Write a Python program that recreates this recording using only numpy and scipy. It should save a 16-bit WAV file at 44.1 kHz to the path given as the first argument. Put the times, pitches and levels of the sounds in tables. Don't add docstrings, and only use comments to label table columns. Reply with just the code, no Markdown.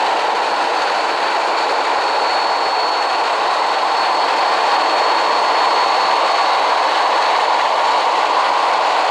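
import sys
import numpy as np
from scipy import signal
from scipy.fft import rfft, irfft, next_fast_len
from scipy.io import wavfile
from scipy.ndimage import uniform_filter1d, minimum_filter1d

SR = 44100
rng = np.random.default_rng(int(sys.argv[2]) if len(sys.argv) > 2 else 0)


def ratio(d):
    e = np.asarray(d, float) / 20
    return 10 ** e


def digitize_waveform(pressure):
    field = np.atleast_2d(pressure).T
    bounded = np.clip(field, -1, 1)
    quanta = np.round(bounded * 32767).astype(np.int16)
    wavfile.write(sys.argv[1], SR, quanta)


N = 401310
FRAME = 1024

# f/Hz, level/dB per Hz
ROAR_SPECTRUM = [(88, -66), (150, -43.5), (209, -25), (247, -20.5), (307, -14.5), (385, -10), (466, -7),
                 (662, -5), (815, 0), (931, -1), (1100, -1.5), (1430, -10), (2420, -120)]
# f/Hz, level/dB per Hz
HISS_SPECTRUM = [(760, -32), (1300, 3.5), (1430, -1.5), (2170, -4.5), (2630, -5.5), (3530, -11),
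                 (4130, -13), (4440, -12.5), (4990, -16.5), (5780, -23.5), (6620, -23), (7920, -24.5),
                 (11900, -46.5), (14700, -53), (16000, -53)]
JET_BANDS_HZ = [400, 650, 1000, 1600, 2300, 3500, 7000]
JET_SWING_DB = [-4, -1, 2, -3, -2, 0, -1.8]
# t/s, swing/0-1
AXIS_SWING = [(0, 0.2), (1.2, 0), (2.2, 0.4), (3.4, .8), (4.2, 0.83), (5.2, 0.67), (6, 0.86), (7.5, 1),
              (9.1, 1)]
# t/s, level/dB
JET_LEVEL = [(0, 1), (.5, 0), (1.2, 0), (2.0, .4), (2.8, -0.16), (3.5, 0.5), (4.1, 0), (4.8, 0), (5.6, 0),
             (6.3, 0.14), (7.0, 0), (7.8, -0.4), (8.4, 0), (9.1, -0.5)]
# t/s, f/Hz
FAN_TONE = [(0, 4419), (1.2, 4415), (2, 4401), (3.2, 4396), (4.3, 4387), (5.5, 4382), (7.2, 4377),
            (8, 4382), (9.1, 4374)]
# t/s, level/dB
MAIN_ROW = [(0, -42), (.7, -49), (1.2, -39), (1.75, -35), (1.92, -36), (2.15, -31), (2.4, -26.5),
            (2.62, -28), (2.85, -24.5), (3.15, -31), (3.35, -37.5), (4.0, -31), (4.6, -33), (5.05, -28.5),
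            (6.15, -29.5), (7.1, -36), (8.2, -37.5), (9.1, -38)]
ROW_MULTIPLES = [1, .8934, .8268, 1.04, 1.0805, 1.4807]
ROW_STEADY_DB = [-56, -55, -64, -70, -72, -64]
# middle t/s, half length/s, level/dB
ROW_BEAMS = [
    [(2.95, .25, -48), (3.6, 0.32, -50), (6.15, .5, -41), (7.05, 0.66, -40.5), (8.2, .6, -45)],
    [(7.6, .8, -57)],
    [(11, 0.63, -59)],
    [(8.5, .8, -51)],
    [(5.9, .7, -54), (7.2, 0.65, -58)],
    [(2.2, 1.35, -55), (5.5, .9, -56), (7.9, .5, -56), (8.9, .4, -55)],
]
# multiple of main tone, width/Hz, level/dB
SCATTER_HUMPS = [(.987, 71, -44.5), (1.018, 130, -56), (1.003, 230, -42), (.895, 230, -40),
                 (.918, 190, -46), (.872, 200, -47), (1.77, 610, -65), (1.47, 580, -52), (2.08, 700, -64),
                 (3.33, 900, -70)]
# middle t/s, half length/s, level/dB
SCATTER_SURGES = [
    (1.3, 0.99, 6.5),
    (4.3, 0.22, 4),
    (6.8, 1.6, 2.5),
]
# middle t/s, half length/s, level/dB
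AIR_POCKETS = [(0.297, 0.048, -1), (.85, 0.045, 1.5), (1.0, 0.095, 0), (1.95, .1, -1), (2.7, 0.25, -0.74),
               (3.55, 0.091, 0.5), (3.83, .08, -0.9), (4.007, .07, 1), (4.202, .08, 0.8),
               (4.552, 0.27, -0.06), (5.5, 0.075, -0.6), (5.848, 0.091, 0.65), (6.38, 0.048, 0.5),
               (6.85, .07, -0.5), (7.212, 0.12, 1), (7.395, .07, 0.5), (7.736, 0.11, -0.5),
               (7.925, 0.059, 1), (8.1, .06, -0.5), (8.58, 0.16, -0.5), (8.897, .1, 0.5)]
# f/Hz, width/Hz, level/dB
HOUSING_DIPS = [(253.4, 30, -9.5), (385, 57, -5), (172, 23, -7.5), (530, 74, -1.5), (1063, 29, -3),
                (7270, 300, -3), (8400, 430, -3), (5740, 400, 0)]
# t/s, level/dB
CEILING = [
    (0, -8.2),
    (3.6, -8.05),
    (4.1, -7.15),
    (4.7, -6.3),
    (9.1, -6.3),
]


def level(x, db):
    return x * ratio(db) / np.sqrt(np.mean(x ** 2))


def curve(table, t):
    table_t, value = np.transpose(table)
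    return np.interp(t, table_t, value)


def colour_db(table, hz):
    f, db = np.transpose(table)
    return np.interp(np.log(hz + 1), np.log(f), db)


def beam(t, middle_s, half_s):
    return np.exp(-((t - middle_s) / half_s) ** 4)


def walk(shape, across, along):
    field = rng.standard_normal(shape)
    for axis, span in enumerate((across, along)):
        size = max(int(span), 1)
        field = uniform_filter1d(field, size, axis=axis)
        field = uniform_filter1d(field, size, axis=axis)
    return field / field.std()


def slow(seconds):
    step = 64
    coarse = walk((1, N // step + 2), 1, seconds * SR / step)[0]
    return np.interp(np.arange(N) / step, np.arange(len(coarse)), coarse)


def jet_level_db(hz, t):
    gain_db = curve(CEILING, t) - CEILING[0][1] + curve(JET_LEVEL, t)
    swing_db = np.interp(np.log(hz + 1), np.log(JET_BANDS_HZ), JET_SWING_DB)
    return swing_db * (curve(AXIS_SWING, t) - 0.5) + gain_db


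def shimmer_db(hz, t, flicker_db):
    shape = (len(hz), len(t))
    frames_per_s = 4 * SR / FRAME
    patches_db = 0.6 * walk(shape, 4, 0.9 * frames_per_s)
    flicker = flicker_db * walk(shape, 60, 0.015 * frames_per_s)
    return patches_db + flicker * np.clip(hz / 1800, 0, 1) ** 2


def snow_db(hz, t):
    notch_hz = 1250 + 5.5 * t
    start_db, end_db, deepens_s = 0.5, -7, 4.6
    depth_db = end_db + (start_db - end_db) * np.exp(-(t / deepens_s) ** 2)
    notch_db = depth_db * np.exp(-((hz - notch_hz) / 55) ** 2)
    crest_db = 2.5 * np.exp(-((hz - 1.128 * notch_hz) / 90) ** 2)
    return notch_db + crest_db


def fringe_db(hz, t):
    centre_hz, width_hz, fades_s = 2090 + 31 * t, 85, 6.8
    return -3.5 * beam(t, 0, fades_s) * np.exp(-((hz - centre_hz) / width_hz) ** 2)


def jet_noise(gain_db):
    hz, t, z = signal.stft(rng.standard_normal(N), SR, nperseg=FRAME, noverlap=FRAME * 3 // 4)
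    hz = hz[:, None]
    z = z * ratio(gain_db(hz, t) + snow_db(hz, t))
    return signal.istft(z, SR, nperseg=FRAME, noverlap=FRAME * 3 // 4)[1][:N]


def roar():
    def gain_db(hz, t):
        start_hz, end_hz, rise_s, order = 1045, 1192, 3, 10.3
        edge_hz = end_hz - (end_hz - start_hz) * np.exp(-t / rise_s)
        edge_db = -10 * np.log10(1 + (hz / edge_hz) ** (2 * order))
        return colour_db(ROAR_SPECTRUM, hz) + edge_db + jet_level_db(hz, t) + shimmer_db(hz, t, 0.36)
    return level(jet_noise(gain_db), -15.5)


def hiss():
    def gain_db(hz, t):
        low_cut_db = -10 * np.log10(1 + (1150 / (hz + 1)) ** 8)
        air_db = fringe_db(hz, t) + shimmer_db(hz, t, 0.76)
        return colour_db(HISS_SPECTRUM, hz) + low_cut_db + jet_level_db(hz, t) + air_db
    return level(jet_noise(gain_db), -23.5)


def blade_rows(t, fan_phase, pockets_db):
    core_hz = 7000 - 3.6 * t - 5.2 * np.maximum(t - 6.5, 0) ** 2
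    phases = [multiple * fan_phase for multiple in ROW_MULTIPLES]
    phases.append(2 * np.pi * np.cumsum(core_hz) / SR)
    gains = [ratio(curve(MAIN_ROW, t))]
    for steady_db, beams in zip(ROW_STEADY_DB, ROW_BEAMS):
        sweeps = sum(ratio(db) * beam(t, middle_s, half_s) for middle_s, half_s, db in beams)
        gains.append(ratio(steady_db) + sweeps)
    twinkles_db = [0.4] + [1.6] * len(ROW_BEAMS)
    tones = 0
    for phase, gain, twinkle_db in zip(phases, gains, twinkles_db):
        flutter_db = 3 * pockets_db + 0.5 * slow(0.035) + twinkle_db * slow(0.09)
        wander_rad = 0.44 * slow(0.067)
        tones = tones + np.sqrt(2) * gain * ratio(flutter_db) * np.sin(phase + wander_rad)
    return tones


def scatter(t, fan_phase, pockets_db):
    surge_db = sum(db * beam(t, middle_s, half_s) for middle_s, half_s, db in SCATTER_SURGES)
    thinning_db = -3 * (1 - beam(t, 0, 8.4))
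    humps = 0
    for multiple, width_hz, db in SCATTER_HUMPS:
        sidebands = walk((2, N), 1, 0.6 * SR / width_hz)
        near_main = 0.95 < multiple < 1.1
        near_lower = multiple < 0.95
        local_db = near_main * surge_db + near_lower * thinning_db
        swell = ratio(db + local_db + pockets_db + 0.6 * slow(0.2))
        phase = multiple * fan_phase
        humps = humps + swell * (sidebands[0] * np.sin(phase) + sidebands[1] * np.cos(phase))
    return humps


def whine(pockets_db):
    t = np.arange(N) / SR
    fan_phase = 2 * np.pi * np.cumsum(curve(FAN_TONE, t)) / SR
    return blade_rows(t, fan_phase, pockets_db) + scatter(t, fan_phase, pockets_db)


def scene():
    t = np.arange(N) / SR
    gusts = ratio(0.92 * slow(0.008) + 0.45 * slow(0.032))
    pockets_db = sum(db * beam(t, middle_s, half_s) for middle_s, half_s, db in AIR_POCKETS)
    short_waves = ratio(pockets_db) * hiss() + whine(pockets_db)
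    return (roar() + gusts * short_waves)[None]


def housing(x):
    size = next_fast_len(N)
    hz = np.arange(size // 2 + 1) * SR / size
    dips_db = sum(db / (1 + (2 * (hz - f) / width) ** 2) for f, width, db in HOUSING_DIPS)
    return irfft(rfft(x, size) * ratio(dips_db), size)[:N]


def duck(x, share, window_s):
    power = uniform_filter1d(x ** 2, int(window_s * SR))
    usual = uniform_filter1d(power, SR // 2)
    return x * ((power + 1e-9) / usual) ** (-share / 2)


def squeeze(x, top, hold_s):
    size = 2 * int(hold_s * SR) + 1
    need = np.minimum(1, top / (np.abs(x) + 1e-9))
    held = minimum_filter1d(need, size=2 * size - 1)
    return x * uniform_filter1d(uniform_filter1d(held, size), size)


def buffeting():
    gusty = rng.standard_normal(N) * ratio(3.7 * slow(0.012) + 3.4 * slow(0.18))
    return level(signal.sosfilt(signal.butter(2, 200, fs=SR, output="sos"), gusty), -65)


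def low_pass(x):
    return signal.sosfilt(signal.butter(12, 16340, fs=SR, output="sos"), x)


def record(dry):
    wind_cut = signal.butter(4, 120, "high", fs=SR, output="sos")
    cut = signal.sosfilt(wind_cut, housing(dry[0]))
    top = ratio(curve(CEILING, np.arange(N) / SR) + 0.17 * slow(0.003))
    ridden = duck(cut, share=0.09, window_s=0.012)
    mix = squeeze(ridden, top, hold_s=0.00029) + buffeting()
    top_cut = signal.ellip(10, 0.1, 60, 15740, fs=SR, output="sos")
    mix = signal.sosfiltfilt(top_cut, mix)
    return low_pass(mix[None])


dry = scene()
out = record(dry)
digitize_waveform(out)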